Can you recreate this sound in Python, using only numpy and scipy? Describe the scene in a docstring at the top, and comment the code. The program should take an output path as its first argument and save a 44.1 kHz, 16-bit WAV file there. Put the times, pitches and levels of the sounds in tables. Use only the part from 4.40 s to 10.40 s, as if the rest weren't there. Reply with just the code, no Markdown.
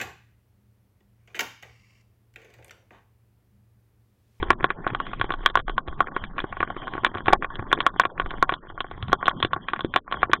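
"""Rain on a plastic cover

Each large drop is an impact that excites a few damped modes of the cover; small drops patter between
them over a wash of rain on the ground. The slack sheet flaps in low thuds, and wind heaves and rumbles
at the microphone. The microphone is dull in the treble, faint bands fall silent, more of them just
after loud blows, and the largest drops overload the recorder."""
import sys
import numpy as np
from scipy import signal
from scipy.io import wavfile
from scipy.ndimage import uniform_filter1d

SR = 44100
rng = np.random.default_rng(int(sys.argv[2]) if len(sys.argv) > 2 else 0)


def file_out(sig):
    """Save sig as 16-bit WAV at sys.argv[1]."""
    # one column per channel
    cols = np.atleast_2d(sig).T
    # limit, then scale
    lim = np.clip(cols, -1, 1)
    pcm = np.round(lim * 32767).astype(np.int16)
    wavfile.write(sys.argv[1], SR, pcm)


N = 264600  # samples, 6 s


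def amp(db):
    """Decibel law: amplitude gain of a level in dB."""
    return 10 ** (np.asarray(db) / 20)


def evened(x):
    """Normalisation: scales a signal to an rms of 1."""
    return x / np.sqrt(np.mean(x ** 2) + 1e-20)


def over_time(rows):
    """Level envelope: gain at every sample, linear in dB between rows of start_s, level_db."""
    start_s, level_db = np.transpose(rows)
    return amp(np.interp(np.arange(N) / SR, start_s, level_db))


def noise(colour, patchy_db, size):
    """Spectral synthesis: random short-time spectra of a given colour and drifting patches, at rms 1."""
    bin_hz = np.fft.rfftfreq(size, 1 / SR)
    pitch_hz, density_db = np.transpose(colour)
    frames = 4 * N // size + 5
    real, imaginary, patches = rng.standard_normal((frames, len(bin_hz), 3)).T
    patches = uniform_filter1d(patches, size=12, axis=0)  # smooth across frequency
    patches = evened(uniform_filter1d(patches, size=8, axis=1))  # smooth across time
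    colour_db = np.interp(np.log(bin_hz + 1), np.log(pitch_hz + 1), density_db)[:, None]
    spectra = (real + 1j * imaginary) * amp(colour_db + patchy_db * patches)
    return evened(signal.istft(spectra, nperseg=size, noverlap=3 * size // 4)[1][:N])


# Modes of the cover in five groups: low, boxy, upper, top, main pair.
# Columns: pitch_hz [Hz, before detuning], level_db [dB, before the group's level], t60_s [s]
COVER_MODES = [
    [(210, -2.5, 0.014), (363.8, 6.5, 0.023)],
    [(797.3, 6.5, 0.014)],
    [(1640, 8, 0.007), (2392, -7.5, 0.022), (2860, -19.5, 0.026)],
    [(3159, 3.5, 0.0089), (3360, -2, 0.019), (4290, -0.5, 0.0059)],
    [(1109, 2.5, 0.022), (1432.8, 0.5, 0.018)],
]


def cover(start_s, blow_db, place_db, splash_s, detune):
    """Modal synthesis: a blow rings damped sines, whose balance and tuning vary with the landing spot."""
    t = np.arange(1800) / SR
    chance = rng.standard_normal((len(start_s), 2, sum(map(len, COVER_MODES))))
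    place_db = np.column_stack([place_db, np.zeros(len(start_s))])  # the main pair stays at 0 dB
    rings = np.zeros((len(start_s), len(t)))
    k = 0
    for group, modes in enumerate(COVER_MODES):
        for pitch_hz, level_db, t60_s in modes:
            detuned_hz = pitch_hz * (1 + detune * chance[:, 0, k, None])
            phase = 2 * np.pi * detuned_hz * t + .3 * chance[:, 1, k, None]
            decay = amp(place_db[:, group, None] + level_db - 60 * t / t60_s)
            rings += decay * np.sin(phase)
            k += 1
    rings *= 1 - np.exp(-(t / splash_s) ** 2)  # the drop takes a moment to flatten
    out = np.zeros(N + len(t))
    at = np.round(start_s * SR).astype(int)[:, None] + np.arange(len(t))
    np.add.at(out, np.clip(at, 0, len(out) - 1), -amp(blow_db)[:, None] * rings)
    return out[:N]


# Colour of rain on the ground. Columns: pitch_hz [Hz], density_db [dB per Hz, relative]
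WASH_COLOUR = [(59, -50.5), (100, -2.5), (378, -5.5), (472, -11), (875, -9), (1110, -5), (1280, -16),
               (1900, -15), (2740, -24), (3260, -11), (4400, -57), (5720, -96.5), (9680, -120)]
# Course of small and far drops. Columns: start_s [s], level_db [dB, before each layer's trim]
PATTER_LEVEL = [(0.0, -42), (1.02, -47), (1.29, -51.5), (1.64, -44.5), (2.22, -48.5), (2.37, -44.5),
                (3.32, -43), (3.68, -46.5), (3.98, -44.5), (4.16, -46.5), (4.48, -50.5), (4.91, -40),
                (5.03, -47.5), (5.65, -53), (5.76, -46), (6.0, -45)]
PATTER_PER_S = 68  # small drops per second


def patter():
    """Random arrivals: many small drops at chance moments, a few stronger, over a wash of far rain."""
    draws = rng.random((int(PATTER_PER_S * N / SR), 6))
    start_s = draws[:, 0] * N / SR
    size_db = -5.5 * np.log(1 - .98 * draws[:, 1])  # exponential spread: strong drops are rare
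    # low, boxy, upper and top levels, each up to 7 dB either way
    place_db = np.array([-7.0, -5.5, -2, -21.5]) + 14 * (draws[:, 2:] - .5)
    taps = cover(start_s, size_db, place_db, splash_s=0.0005, detune=0.053)
    wash = noise(WASH_COLOUR, patchy_db=5.0, size=1024)
    return over_time(PATTER_LEVEL) * (amp(-0.5) * evened(taps) + amp(0.5) * wash)


# Course of the heave. Columns: start_s [s], level_db [dB]
WIND_LEVEL = [(0.0, -31), (0.13, -38), (0.2, -29.5), (0.25, -42), (1.12, -34.5), (2.82, -45.5),
              (2.86, -32.5), (3.74, -48.5), (3.84, -30), (4.19, -46), (5.97, -50.5), (6.0, -56)]
# Colour of the heave. Columns: pitch_hz [Hz], density_db [dB per Hz, relative]
GUST_COLOUR = [(4, 0.5), (14, 5), (30, 6.5), (50, -17.5), (90, -42)]
# Colour of the rumble. Columns: pitch_hz [Hz], density_db [dB per Hz, relative]
RUMBLE_COLOUR = [(25, -28.5), (50, -2.5), (120, 1), (250, -8), (500, -31.5)]
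RUMBLE_DB = -45.5  # rms level


def wind():
    """Flow noise: slow heave of air at the microphone port, and a lumpy rumble above it."""
    heave = over_time(WIND_LEVEL) * noise(GUST_COLOUR, patchy_db=2.0, size=8192)
    return heave + amp(RUMBLE_DB) * noise(RUMBLE_COLOUR, patchy_db=6.0, size=2048)


# Flaps of the slack sheet. Columns: start_s [s], level_db [dB, before a 5.5 dB lift], pitch_hz [Hz]
FLAPS = [(0.015, -23, 66), (0.086, -25, 45.4), (0.229, -28, 141), (0.518, -28, 117), (0.799, -26.5, 104),
         (1.481, -27, 65.4), (1.815, -30, 75.5), (2.747, -31, 92), (2.869, -30.5, 112.5), (3.189, -30, 99),
         (3.838, -28.5, 73), (4.716, -27.5, 45), (5.035, -24, 120.4), (5.432, -51, 113),
         (5.545, -58, 120.6)]


def thuds():
    """Damped oscillation: each flap of the slack sheet is a few soft low cycles."""
    t = np.arange(6000) / SR
    out = np.zeros(N + len(t))
    for start_s, level_db, pitch_hz in FLAPS:
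        decay = amp(level_db + 5.5 - 60 * t / 0.089)
        onset = 1 - np.exp(-t / 0.0033)
        out[round(start_s * SR):][:len(t)] -= decay * onset * np.sin(2 * np.pi * pitch_hz * t)
    return out[:N]


# Large drops; the last three columns depend on where the drop lands.
# Columns: start_s [s], blow_db [dB], hollow_db [dB], bright_db [dB], crisp_db [dB]
LARGE_DROPS = [(0.0275, -15.5, 4, -23, -9), (0.1039, -1, -4.5, -1, -15.5), (0.228, -27, -3, 3, -10),
               (0.2421, -5, -3, -7.5, -11.5), (0.303, -14, -5, 2.5, -12), (0.442, -28.5, -1, -9, -39),
               (0.466, -12, -4, -12.5, -41), (0.4754, -30, -4.5, 8, 1), (0.5333, -30, 8, -3, -23),
               (0.5481, -15, -9.5, -8, -9), (0.601, -13.5, -11, -18, -16), (0.6662, -25, -11, -1.5, -7.5),
               (0.7328, -19, -17.5, -3.5, -12.5), (0.7968, -26, 3, -5.5, -1.5),
               (0.8128, -11.5, -8, -0.5, -8.5), (0.8418, -23.5, 5.5, -3, -9.5), (0.9046, -13, -5, -6, -16),
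               (0.9205, -20.5, -9, -12, -4.5), (0.9379, -17.5, -6, -16, -11), (1.052, -33, 2, -7, -3),
               (1.0605, -4, -14.5, -1, -3), (1.0994, -26.5, -1, -1, 1.5), (1.1542, -3, -15.5, -17, -14.5),
               (1.1724, -10, -6, -10, -9), (1.191, -27.5, 2, 2, 0), (1.1987, -23, -10, -8, -9),
               (1.2804, -19, -6, -9, -14.5), (1.2954, -19, -0.5, -7, -8), (1.3797, -7.5, -17, -16, -15.5),
               (1.476, -30, 3, -7, -7), (1.482, -26, 1.5, -1.5, -7), (1.5269, -29, -2, -18, -44),
               (1.6045, -3, -10.5, -14, -21), (1.671, -25.5, -2, 2, -12.5), (1.6832, -27.5, -9, -21, -21),
               (1.7639, -11.5, -4, -7, -21.5), (1.8386, -25, -17, 5, -4), (1.9807, -15, -18, -2, -14),
               (1.99, -30.5, 3.5, 16, -11), (2.0019, -25, -20, -3, 1.5), (2.0408, -22, 7, -24, -19),
               (2.1256, -20.5, -14, -2, -23), (2.1685, -22, -8, -9.5, -22), (2.2039, -13.5, -3, 1.5, -19),
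               (2.2283, -7.5, -9, -13, -23), (2.3021, -19, -9.5, -17, -20), (2.4193, -27, -5, -10, -26),
               (2.471, -23, -7, -19, -18), (2.4788, -20.5, -8, -16, -16), (2.536, -27, 2, 4, -3),
               (2.5513, -25, 6.5, -5, -20), (2.579, -19.5, -1.5, -16, -33), (2.647, -7, -19, 1.5, -3.5),
               (2.6512, -19, -6, -11, -29), (2.6639, -16, -6, 2, -2), (2.7488, -23, -9, -7, -10),
               (2.7542, -22.5, 3.5, -21, -21.5), (2.7706, -23.5, -9, -1, -28), (2.782, -24.5, -4, -3, -7),
               (2.8582, -22, -12, -1, -7), (2.8684, -20, -9, -16, -12), (2.8818, -8, 1.5, 3, -11.5),
               (2.9029, -18, 3.5, -28, -27), (2.9261, -12.5, -0.5, -4, -9), (2.9313, -1, 0.5, -4.5, -15),
               (3.0239, -17, -13, 0.5, -25), (3.0448, -16, -11, 1, -16), (3.1028, -25.5, -10, -16, -12),
               (3.155, -36, -11, 6, 10.5), (3.193, -25, -2, 0.5, -13), (3.2245, -28, 4, -11, -15),
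               (3.3154, -21.5, -5, 7, -21), (3.3279, -3.5, -7, -9.5, -6), (3.3754, -26, 4, 3.5, -48),
               (3.387, -33.5, 15, 4, -2), (3.404, -11.5, -16, -1, -1.5), (3.4643, -2, -13.5, -6.5, -9.5),
               (3.502, -34.5, -10, -14, -36), (3.5971, 0, -16, -5.5, -12), (3.6159, -30, -7, -3, 7),
               (3.6358, -18.5, -17, 2, -28), (3.6522, -10.5, -7.5, -3, -11), (3.778, -27.5, -8, 4, -18),
               (3.798, -10.5, -7, -4, -12.5), (3.817, -23.5, -6, -3, -15), (3.8603, -24, -1, -5, -10.5),
               (3.9063, -28.5, -10, 4.5, 2.5), (3.912, -24.5, -4, -21, -15), (3.9385, -24.5, 1.5, -17, -31),
               (4.0259, -2, -9.5, -15, -18.5), (4.0929, -9, -24, -2.5, -15),
               (4.1217, -15.5, -0.5, -2, -13.5), (4.1384, -19, -12, -9, -1), (4.3002, -28.5, -7, -8, -15.5),
               (4.3776, -23.5, -10, -20, -47), (4.4047, -16.5, -8.5, -5, 0), (4.444, -27.5, 0.5, -10, -36),
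               (4.5121, -27.5, 0.5, -7, -10), (4.6259, -26, -5, -1, 2.5), (4.6818, -29, -5, -5, -2),
               (4.6966, -28.5, -2, -19.5, -29), (4.7191, -22, -6, -19, -12),
               (4.7293, -2, -5.5, -24.5, -14.5), (4.828, -15.5, -9.5, -14, -23),
               (4.8566, -22, -4.5, -14, 6.5), (4.8678, -21, -1, -16, 1), (4.8798, -2, -13, -9, -16.5),
               (4.894, -24.5, -18, -17, 1.5), (4.9122, -20, -22, -13, -26.5), (5.0015, -28.5, 5, -6, 2),
               (5.0265, -9, -11.5, -1, -0.5), (5.0478, -19, 8, 2.5, 4.5), (5.1321, -9, -24, -31.5, -11.5),
               (5.163, -18.5, -2.5, -24, -45), (5.2845, -17, -23, 4, -7.5), (5.3339, -11, -7.5, -12, -12.5),
               (5.3613, -26.5, -12, 3, -9), (5.392, -20.5, -7, -11.5, -13), (5.4067, -21.5, -17.5, -18, -1),
               (5.4465, -31, 21.5, 4.5, 2.5), (5.5389, -24, -7, 10.5, -1.5),
               (5.5514, -31.5, 3.5, -15.5, -9), (5.5606, -4, -8.5, -2.5, -5), (5.678, -27.5, -12, -5, -44),
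               (5.7138, -27.5, -11, -11, -5), (5.7237, -12.5, -16, -4.5, -5.5), (5.7412, -19, -6, -6, -39),
               (5.7703, -26, -6, -29, -31), (5.8184, -30, 2, 2, -8), (5.8297, -4, -10.5, -4, -21),
               (5.8961, -33, 17, -15, -40), (5.915, -29.5, -11, 5, 0), (5.9327, -2.5, -11.5, -1.5, -7.5)]
LOW_DB, BOXY_DB, UPPER_DB, TOP_DB = -6.5, -3.5, -0.5, -1  # group levels where those columns are 0
SCATTER_DB = 2.5  # chance on the boxy mode
BOXY_SHARE, BOXY_MOST_DB = 0.57, 2  # boxy dB per dB of hollowness; hollowness at which it stops rising


def drops():
    """Impact excitation: large drops tap the cover, throw off droplets and leave a faint rattle."""
    start_s, blow_db, hollow_db, bright_db, crisp_db = np.transpose(LARGE_DROPS)
    boxy_db = BOXY_DB + BOXY_SHARE * np.minimum(hollow_db, BOXY_MOST_DB)
    boxy_db = boxy_db + SCATTER_DB * rng.standard_normal(len(start_s))
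    place_db = np.transpose([LOW_DB + hollow_db, boxy_db, UPPER_DB + bright_db, TOP_DB + crisp_db])
    taps = cover(start_s, blow_db, place_db, splash_s=0.0005, detune=0.028)

    late, small = rng.random((len(start_s), 4, 2)).T  # four droplets a drop
    lands_s = start_s + .003 + 0.027 * late ** 0.84
    spray_db = blow_db - 21 - 14 * late - 8 * small  # later droplets are weaker
    spray_place_db = np.tile(place_db + 4.5, (len(late), 1))
    spray = cover(lands_s.ravel(), spray_db.ravel(), spray_place_db, splash_s=0.000067, detune=0.037)

    t = np.arange(2000) / SR
    rattle = rng.standard_normal(len(t)) * amp(-60 * t / 0.041) * (t > .004)  # starts 4 ms late
    rattle = rattle / np.linalg.norm(rattle)
    return taps + spray + amp(-16.0) * signal.oaconvolve(taps, rattle)[:N]


def scene():
    """Superposition: patter, wind, flaps and large drops add at one microphone."""
    return (patter() + wind() + thuds() + drops())[None]


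# Level under which faint bands fall silent, at rest. Columns: pitch_hz [Hz], level_db [dB]
FAINT_LEVEL = [(300, -110), (700, -81), (1500, -82), (2500, -76), (4000, -87)]


def fade_faint(x):
    """Spectral gating: faint bands fall silent, more of them just after loud blows."""
    bin_hz, t, spectra = signal.stft(x, SR, nperseg=1024, noverlap=768)
    power = uniform_filter1d(abs(spectra) ** 2, size=17, axis=1)  # smooth across frequency
    power = uniform_filter1d(power, size=3, axis=2)  # smooth across time
    loud_db = 10 * np.log10((abs(spectra) ** 2).sum(1) + 1e-20)
    fall_db = 38.8 * t  # the effect of a blow fades by 38.8 dB a second, before the 0.85 share
    held_db = np.maximum.accumulate(loud_db + fall_db, axis=1) - fall_db
    raised_db = 0.85 * np.maximum(held_db + 34.5, 0)
    pitch_hz, level_db = np.transpose(FAINT_LEVEL)
    threshold_db = np.interp(bin_hz, pitch_hz, level_db)[:, None] + raised_db[:, None]
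    over_db = 10 * np.log10(abs(power) + 1e-20) - threshold_db
    gate = 1 / (1 + amp(-5.0 * np.clip(over_db, -30, 30)))
    return signal.istft(spectra * gate, nperseg=1024, noverlap=768)[1][:, :N]


MIC_HZ = 4850  # the microphone's response has died away here
CEILING = .72  # overload limit, full scale 1
EDGE_HZ = 16700  # band limit


def record(dry):
    """Band limiting and saturation: dull microphone, fading of faint bands, soft overload, band limit."""
    dull = signal.sosfilt(signal.cheby2(14, 75, MIC_HZ, fs=SR, output="sos"), dry)
    heard = fade_faint(dull)
    knee = .88 * CEILING  # linear below the knee, squashed against the ceiling above it
    room = CEILING - knee
    over = np.maximum(abs(heard) - knee, 0)
    clipped = heard - np.sign(heard) * (over - room * np.tanh(over / room))
    band_limit = signal.firwin(511, EDGE_HZ, window=("kaiser", 9), fs=SR)
    return signal.oaconvolve(clipped, band_limit[None], "same")


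dry = scene()
out = record(dry)
file_out(out)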